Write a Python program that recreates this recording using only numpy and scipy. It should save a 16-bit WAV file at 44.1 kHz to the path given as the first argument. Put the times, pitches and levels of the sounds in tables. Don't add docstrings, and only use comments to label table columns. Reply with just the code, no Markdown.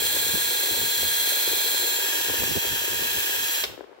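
import sys
import numpy as np
from scipy import signal
from scipy.fft import rfft, irfft
from scipy.io import wavfile
from scipy.ndimage import uniform_filter1d

SR = 44100
rng = np.random.default_rng(int(sys.argv[2]) if len(sys.argv) > 2 else 0)


def unload_audio(sound):
    columns = np.transpose(np.atleast_2d(sound))
    steps = np.round(np.clip(columns, -1, 1) * 32767)
    wavfile.write(sys.argv[1], SR, steps.astype(np.int16))


N = 176400
T = np.arange(N) / SR

MOTOR_HZ, PINION_TEETH, WHEEL_TEETH, LINKS_PER_TURN = 117.26, 7, 52, 13
TURN_FROM_S, TURN_TO_S, RELEASE_S, BRAKE_S = 1.85, 2.14, 3.605, 3.64
SPEED_WANDER, COAST_PER_S, FADE_DB_PER_S, STOP_DECAY_S = .0002, 0.53, 135, .006
WAVER_DB, STEREO_RAD, HUM_ROUGH_RAD, RASP_ROUGH_RAD = 1.2, 0.46, .4, 1.6
TOOTH_SPREAD_HZ, GEAR_ROUGH, PINION_WOBBLE, WHISTLE_HARMONIC = 29, .5, .35, 9
STRIKE_DECAY_LINKS, STRIKE_SCATTER_DB, HISS_WEIGHT, REPEAT_SHARE = 0.76, 4, 2.5, .087
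CHAIN_SWING_DB, CHAIN_FLUTTER_DB = 0.67, .5
CREAK_ATTACK_S, CREAK_LOW_CUT_HZ, SLIPS_PER_S, SLIP_SCATTER_DB = 0.00041, 276, 170, 4
ROOM_T60_S, TREBLE_T60_S, CHAIN_SEND_DB, TONE_SEND_DB, CLACK_TRIM_DB = .46, .33, -7, -17, -1.5
FLOOR_DELAY_S, FLOOR_BLADE_DB, FLOOR_TURNED_DB = 0.0029, 1, -0.5
RIGHT_LAG_S, FLOOR_RIGHT_LAG_S, THUMP_LEFT_DB, TOP_HZ = 0.0002018, 0.000503, -14.5, 15750

# time_s, gain_db
SAW_RIDE = [(0, 0.76), (.7, 0.3), (1.25, 1.1), (1.6, 0.85), (2.3, 0.5), (2.85, -1), (3.2, -0.04), (3.6, 0)]
# shaft_harmonic, blade_db, turned_db
MOTOR_PARTIALS = [(4, -51, -52), (8, -51, -48.5), (12, -58.5, -66), (16, -63, -56.5), (20, -48, -60),
                  (21, -51, -49), (22, -59.5, -54), (23, -56, -55), (26, -74, -57), (29, -45.5, -63),
                  (30, -49, -102)]
# link_harmonic, blade_db, turned_db
LINK_PARTIALS = [(7, -57, -56), (9, -52, -54), (10, -56, -58), (11, -59, -58), (13, -52, -51)]
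# tooth_harmonic, blade_db, turned_db, unevenness_rad, stereo_rad
GEAR_PARTIALS = [(1, -52.5, -54, .2, .8), (2, -42.2, -42, .15, .7), (4, -38.7, -40, .5, .45),
                 (5, -35, -47, .45, .25), (6, -52, -53, .6, 1), (7, -48, -43.5, .8, .5),
                 (8, -44.5, -46.5, .8, 1.2), (9, -41.5, -43.5, 1, .55), (10, -40.5, -49, 1, 1.15),
                 (11, -43.5, -54, 1.1, .3), (12, -46, -56, 1.2, 1.1), (15, -48, -44.5, 1.4, .6),
                 (19, -48, -48, 2, .6)]
# tooth_harmonic, beats_per_turn, depth_db, peak_turns
WHEEL_THROB = [(2, 1, 4.2, .62), (2, 2, 3.8, .21), (2, 3, 1.7, .3), (2, 6, 1.5, .07), (4, 1, 3.4, .1),
               (4, 2, 2.6, .1), (5, 2, .8, .46)]
# time_s, gain_db
WHISTLE_RIDE = [(0, 1.5), (1, 2), (1.15, -3), (1.5, -2), (1.7, 3), (2.1, 3), (2.3, -.5), (3.6, -1)]
# pitch_hz, flutter_per_s, blade_db, turned_db, burst_share
RASP_BANDS = [(1775, 90, -54, -45.5, 1), (4030, 200, -49, -44, .6)]
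# beats_per_turn, depth_db, peak_turns
WHEEL_TIGHT_SPOTS = [(1, 2, .22), (4, 4.5, .24)]
# frequency_hz, density_db
CHAIN_SPECTRUM = [(30, -110), (200, -94.5), (400, -77.5), (900, -73), (1150, -75.5), (1380, -75),
                  (1600, -68.5), (1800, -70), (2150, -71), (2600, -66), (2850, -69.5), (3350, -62.5),
                  (3700, -66.5), (4230, -64.5), (4600, -71), (5200, -72), (6300, -71.5), (7000, -67),
                  (8500, -71), (9450, -73.5), (10200, -78), (10750, -67), (11600, -65.5), (12700, -63),
                  (14200, -68.5), (15600, -65)]
# frequency_hz, gain_db
TURNED_EQ = [(500, -1.5), (1700, 2), (2150, -2.5), (2700, 5), (3150, 3.5), (3600, -4), (4000, -2),
             (4280, -5), (4800, 1), (6200, 0), (7600, 0.5), (8600, -1.5), (10000, -3), (12300, -0.5),
             (15600, -2.5)]
# frequency_hz, density_db
AIR_SPECTRUM = [(20, -104), (70, -98), (250, -95), (450, -80), (1500, -90), (4000, -101), (8000, -115),
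                (15000, -119)]
# pitch_hz, t60_s, relative_db
CASE_MODES = [(343, 0.021, -10.5), (403.6, 0.031, 3.5), (502, 0.023, 6.5), (672, 0.011, 3.5),
              (870, 0.016, -2.5), (1516, 0.016, -4.5)]
# start_s, left_db, right_db
FINGER_CREAKS = [(0.02, -21, -43), (.135, -25, -49), (.165, -18.5, -44), (0.264, -24, -45),
                 (0.351, -16.5, -41), (.69, -23.5, -44), (.745, -22.5, -38), (0.776, -25, -45),
                 (1.03, -21.5, -28), (1.274, -22.5, -47), (1.321, -22.5, -30), (1.475, -17.5, -42),
                 (1.531, -18.5, -45), (1.745, -20, -41), (1.893, -41, -47), (2.085, -26, -40),
                 (2.297, -16, -28), (2.34, -20, -40), (2.42, -19, -40), (2.434, -17.5, -33),
                 (2.475, -19.5, -40), (2.508, -20, -38), (2.563, -16, -28), (2.572, -23, -32),
                 (2.649, -18.5, -42), (2.93, -33, -22.5), (3.021, -24.5, -42), (3.175, -24, -41),
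                 (3.645, -22, -43), (3.698, -30, -40), (3.724, -28.5, -48), (3.737, -33, -46.5),
                 (3.777, -24.5, -57.5), (3.791, -27, -52), (3.808, -20.5, -45), (3.841, -27, -57),
                 (3.914, -32.5, -59), (3.93, -34.5, -45)]
# time_s, level_db
GRIP_RIDE = [(0, -32), (.8, -31.5), (1.15, -41), (1.5, -31), (2.3, -30), (2.7, -31), (3.4, -34.5),
             (3.75, -40.5), (3.88, -41), (4, -37)]
# time_s, level_db
RUMBLE_RIDE = [(0, -48.5), (.5, -49.5), (.9, -52.5), (1.2, -47.5), (1.38, -63), (1.6, -49), (1.8, -54.5),
               (2.05, -61), (2.3, -40), (2.75, -47), (3.3, -53), (3.7, -44), (4, -69)]
# centre_s, level_db, half_width_s
HAND_THUMPS = [(0.196, -45, 0.11), (0.352, -31, 0.015), (0.724, -38, 0.013), (0.834, -41, 0.057),
               (1.036, -38.5, 0.047), (2.303, -34, 0.014), (2.433, -35, 0.036), (2.513, -30.5, 0.019),
               (2.571, -22, 0.012), (2.94, -38, 0.02), (3.025, -36.5, .015), (3.168, -37.5, 0.028),
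               (3.423, -47, 0.043)]
# frequency_hz, relative_db
THUMP_SPECTRUM = [(15, -43), (30, -13), (50, -0.5), (78, 5), (120, -1), (220, -3), (400, -3.5), (900, -32),
                  (4000, -84)]
# start_s, strength_db, decay_s
BRAKE_KNOCKS = [(3.6385, 15, .0006), (3.640, 14.5, .0006), (3.643, -2, .004), (3.6485, 2.5, .002)]
# frequency_hz, density_db
BRAKE_SPECTRUM = [(60, -88), (250, -80), (430, -64), (900, -69), (2000, -64), (3200, -61), (5300, -67),
                  (7000, -76), (15000, -90)]


def amp(db):
    return 10 ** (np.asarray(db) / 20)


def ride(rows):
    return np.interp(T, *np.array(rows).T)


def colour(x, rows):
    hz, db = np.array(rows).T
    bins_hz = np.arange(N + 1) * SR / (2 * N)
    gain = amp(np.interp(np.log(bins_hz + 1), np.log(hz), db))
    return irfft(rfft(x, 2 * N) * gain)[..., :N] * np.sqrt(SR / 2)


def drift(per_s):
    hold = max(int(SR / per_s), 2)
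    steps = np.repeat(rng.standard_normal(N // hold + 2), hold)
    smooth = uniform_filter1d(steps, hold)[:N]
    return smooth / smooth.std()


def delay(x, lag_s):
    return irfft(rfft(x, 2 * N) * np.exp(-1j * np.pi * np.arange(N + 1) * SR / N * lag_s))[:N]


def crossfade(blade, turned_away, turned):
    return blade + (turned_away - blade) * turned


def tone(phase, db, stereo_rad=STEREO_RAD):
    pair = [amp(db + WAVER_DB * drift(4.03)) * np.sin(phase + side * stereo_rad + 0.33 * drift(2.96))
            for side in (1, -1)]
    return np.sqrt(2) * np.array(pair)


def hum(cycles, partials, turned):
    out = 0
    for harmonic, blade_db, turned_db in partials:
        phase = 2 * np.pi * (harmonic * cycles + rng.random()) + HUM_ROUGH_RAD * drift(45)
        out += tone(phase, crossfade(blade_db, turned_db, turned))
    return out


def tooth_errors(wheel, count=20):
    orders = np.arange(1, count + 1)
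    weights = 1 / np.hypot(1, orders * MOTOR_HZ * PINION_TEETH / WHEEL_TEETH / TOOTH_SPREAD_HZ)
    place = np.linspace(0, 1, 512)
    shape = weights @ np.cos(2 * np.pi * (orders[:, None] * place + rng.random((count, 1))))
    return np.interp(wheel % 1, place, shape / shape.std())


def gear_whine(shaft, wheel, turned):
    out = 0
    for harmonic, blade_db, turned_db, uneven_rad, stereo_rad in GEAR_PARTIALS:
        error = tooth_errors(wheel) + GEAR_ROUGH * drift(150) + PINION_WOBBLE * np.sin(2 * np.pi * shaft)
        phase = 2 * np.pi * harmonic * PINION_TEETH * shaft + uneven_rad * error
        throb_db = sum(db * np.cos(2 * np.pi * beats * (wheel - peak))
                       for partial, beats, db, peak in WHEEL_THROB if partial == harmonic)
        whistle_db = ride(WHISTLE_RIDE) if harmonic == WHISTLE_HARMONIC else 0
        out += tone(phase, crossfade(blade_db, turned_db, turned) + throb_db + whistle_db, stereo_rad)
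    return out


def housing_rasp(wheel, turned):
    burst_db = sum(db * np.cos(2 * np.pi * beats * (wheel - at)) for beats, db, at in WHEEL_TIGHT_SPOTS)
    out = 0
    for hz, flutter_per_s, blade_db, turned_db, share in RASP_BANDS:
        phase = 2 * np.pi * hz * T + RASP_ROUGH_RAD * drift(flutter_per_s)
        out += tone(phase, crossfade(blade_db, turned_db, turned) + share * burst_db)
    return out


def chain_rattle(wheel, turned):
    links = wheel * LINKS_PER_TURN
    accents = amp(STRIKE_SCATTER_DB * rng.standard_normal(N // 100))
    strikes = np.exp(-(links % 1) / STRIKE_DECAY_LINKS) * accents[links.astype(int)]
    swing_db = CHAIN_SWING_DB * np.cos(4 * np.pi * wheel) + CHAIN_FLUTTER_DB * drift(25.28)
    force = (HISS_WEIGHT + strikes) * amp(swing_db)
    turn_samples = int(SR * WHEEL_TEETH / PINION_TEETH / MOTOR_HZ)
    loop = rng.standard_normal(turn_samples)[(wheel % 1 * turn_samples).astype(int)]
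    grit = np.sqrt(REPEAT_SHARE) * loop + np.sqrt(1 - REPEAT_SHARE) * rng.standard_normal(N)
    rattle = colour(grit * force / np.sqrt(np.mean(force ** 2)), CHAIN_SPECTRUM)
    return crossfade(rattle, colour(rattle, TURNED_EQ) / np.sqrt(SR / 2), turned)


def tiled_room(x, send_db):
    t, tail = T[:SR], 0
    for band, t60_s in (("low", ROOM_T60_S), ("high", TREBLE_T60_S)):
        crossover = signal.butter(2, 5000, band, fs=SR, output="sos")
        tail += signal.sosfilt(crossover, rng.standard_normal((2, SR))) * amp(-60 * t / t60_s)
    tail *= t > .006
    tail /= np.sqrt((tail ** 2).sum(1, keepdims=True))
    return amp(send_db) * signal.fftconvolve(x[None], tail, axes=1)[:, :N]


def creak(size):
    t, ring = T[:size], 0
    for hz, t60_s, db in CASE_MODES:
        envelope = amp(db + 2 * rng.standard_normal() - 60 * t / t60_s)
        detune = 1 + 0.068 * rng.standard_normal()
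        ring += envelope * np.sin(2 * np.pi * hz * detune * t)
    ring *= 1 - np.exp(-t / CREAK_ATTACK_S)
    return ring / np.abs(ring).max()


def finger_creaks():
    out, size = np.zeros((2, 2 * N)), SR // 20
    for start_s, left_db, right_db in FINGER_CREAKS:
        i = int(start_s * SR)
        out[:, i:i + size] += amp([[left_db], [right_db]]) * creak(size)
    slips = (rng.random(N) < SLIPS_PER_S / SR) * rng.choice([-1, 1], N)
    slips = slips * amp(ride(GRIP_RIDE) + SLIP_SCATTER_DB * np.clip(rng.standard_normal(N), -2, 2))
    for i in np.flatnonzero(slips):
        out[0, i:i + size] += slips[i] * creak(size)
    return signal.sosfilt(signal.butter(6, CREAK_LOW_CUT_HZ, "high", fs=SR, output="sos"), out[:, :N])


def hand_thumps():
    thumps = sum(amp(db) * np.exp(-((T - at_s) / width_s) ** 2) for at_s, db, width_s in HAND_THUMPS)
    rumble = amp(ride(RUMBLE_RIDE) + 5.1 * drift(9))
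    thud = colour(rng.standard_normal((2, N)), THUMP_SPECTRUM)
    return (thumps + rumble) * thud / thud.std() * amp([[THUMP_LEFT_DB], [0]])


def brake_clack():
    knocks = sum(amp(db) * np.exp(-np.abs(T - start_s) / decay_s) * (T >= start_s)
                 for start_s, db, decay_s in BRAKE_KNOCKS)
    return colour(knocks * rng.standard_normal(N), BRAKE_SPECTRUM)


def scene():
    coast_s = np.maximum(T - RELEASE_S, 0)
    braking = np.exp(-np.maximum(T - BRAKE_S, 0) / STOP_DECAY_S)
    shaft_hz = MOTOR_HZ * (1 + SPEED_WANDER * drift(8)) * np.exp(-COAST_PER_S * coast_s) * braking
    shaft = np.cumsum(shaft_hz) / SR
    wheel = shaft * PINION_TEETH / WHEEL_TEETH
    turned = np.clip((T - TURN_FROM_S) / (TURN_TO_S - TURN_FROM_S), 0, 1)
    fader = amp(ride(SAW_RIDE) - FADE_DB_PER_S * coast_s) * braking
    tones = gear_whine(shaft, wheel, turned) + housing_rasp(wheel, turned)
    tones += hum(shaft, MOTOR_PARTIALS, turned) + hum(wheel * LINKS_PER_TURN, LINK_PARTIALS, turned)
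    tones *= fader
    rattle, clack = fader * chain_rattle(wheel, turned), brake_clack()
    clatter = rattle + clack
    far_run = fader * chain_rattle(wheel, turned)
    floor_gain = amp(crossfade(FLOOR_BLADE_DB, FLOOR_TURNED_DB, turned))
    bounce = floor_gain * (far_run + delay(clack, FLOOR_DELAY_S))
    right = delay(clatter, RIGHT_LAG_S) + delay(bounce, FLOOR_RIGHT_LAG_S)
    near = np.array([clatter + bounce, right]) / np.hypot(1, floor_gain)
    reverb = tiled_room(tones[0], TONE_SEND_DB)
    reverb += tiled_room(rattle + amp(CLACK_TRIM_DB) * clack, CHAIN_SEND_DB)
    handling = finger_creaks() + hand_thumps()
    air = colour(rng.standard_normal((2, N)), AIR_SPECTRUM)
    return tones + near + reverb + handling + air


def record(dry):
    return signal.sosfilt(signal.ellip(12, .1, 90, TOP_HZ, fs=SR, output="sos"), dry)


dry = scene()
out = record(dry)
unload_audio(out)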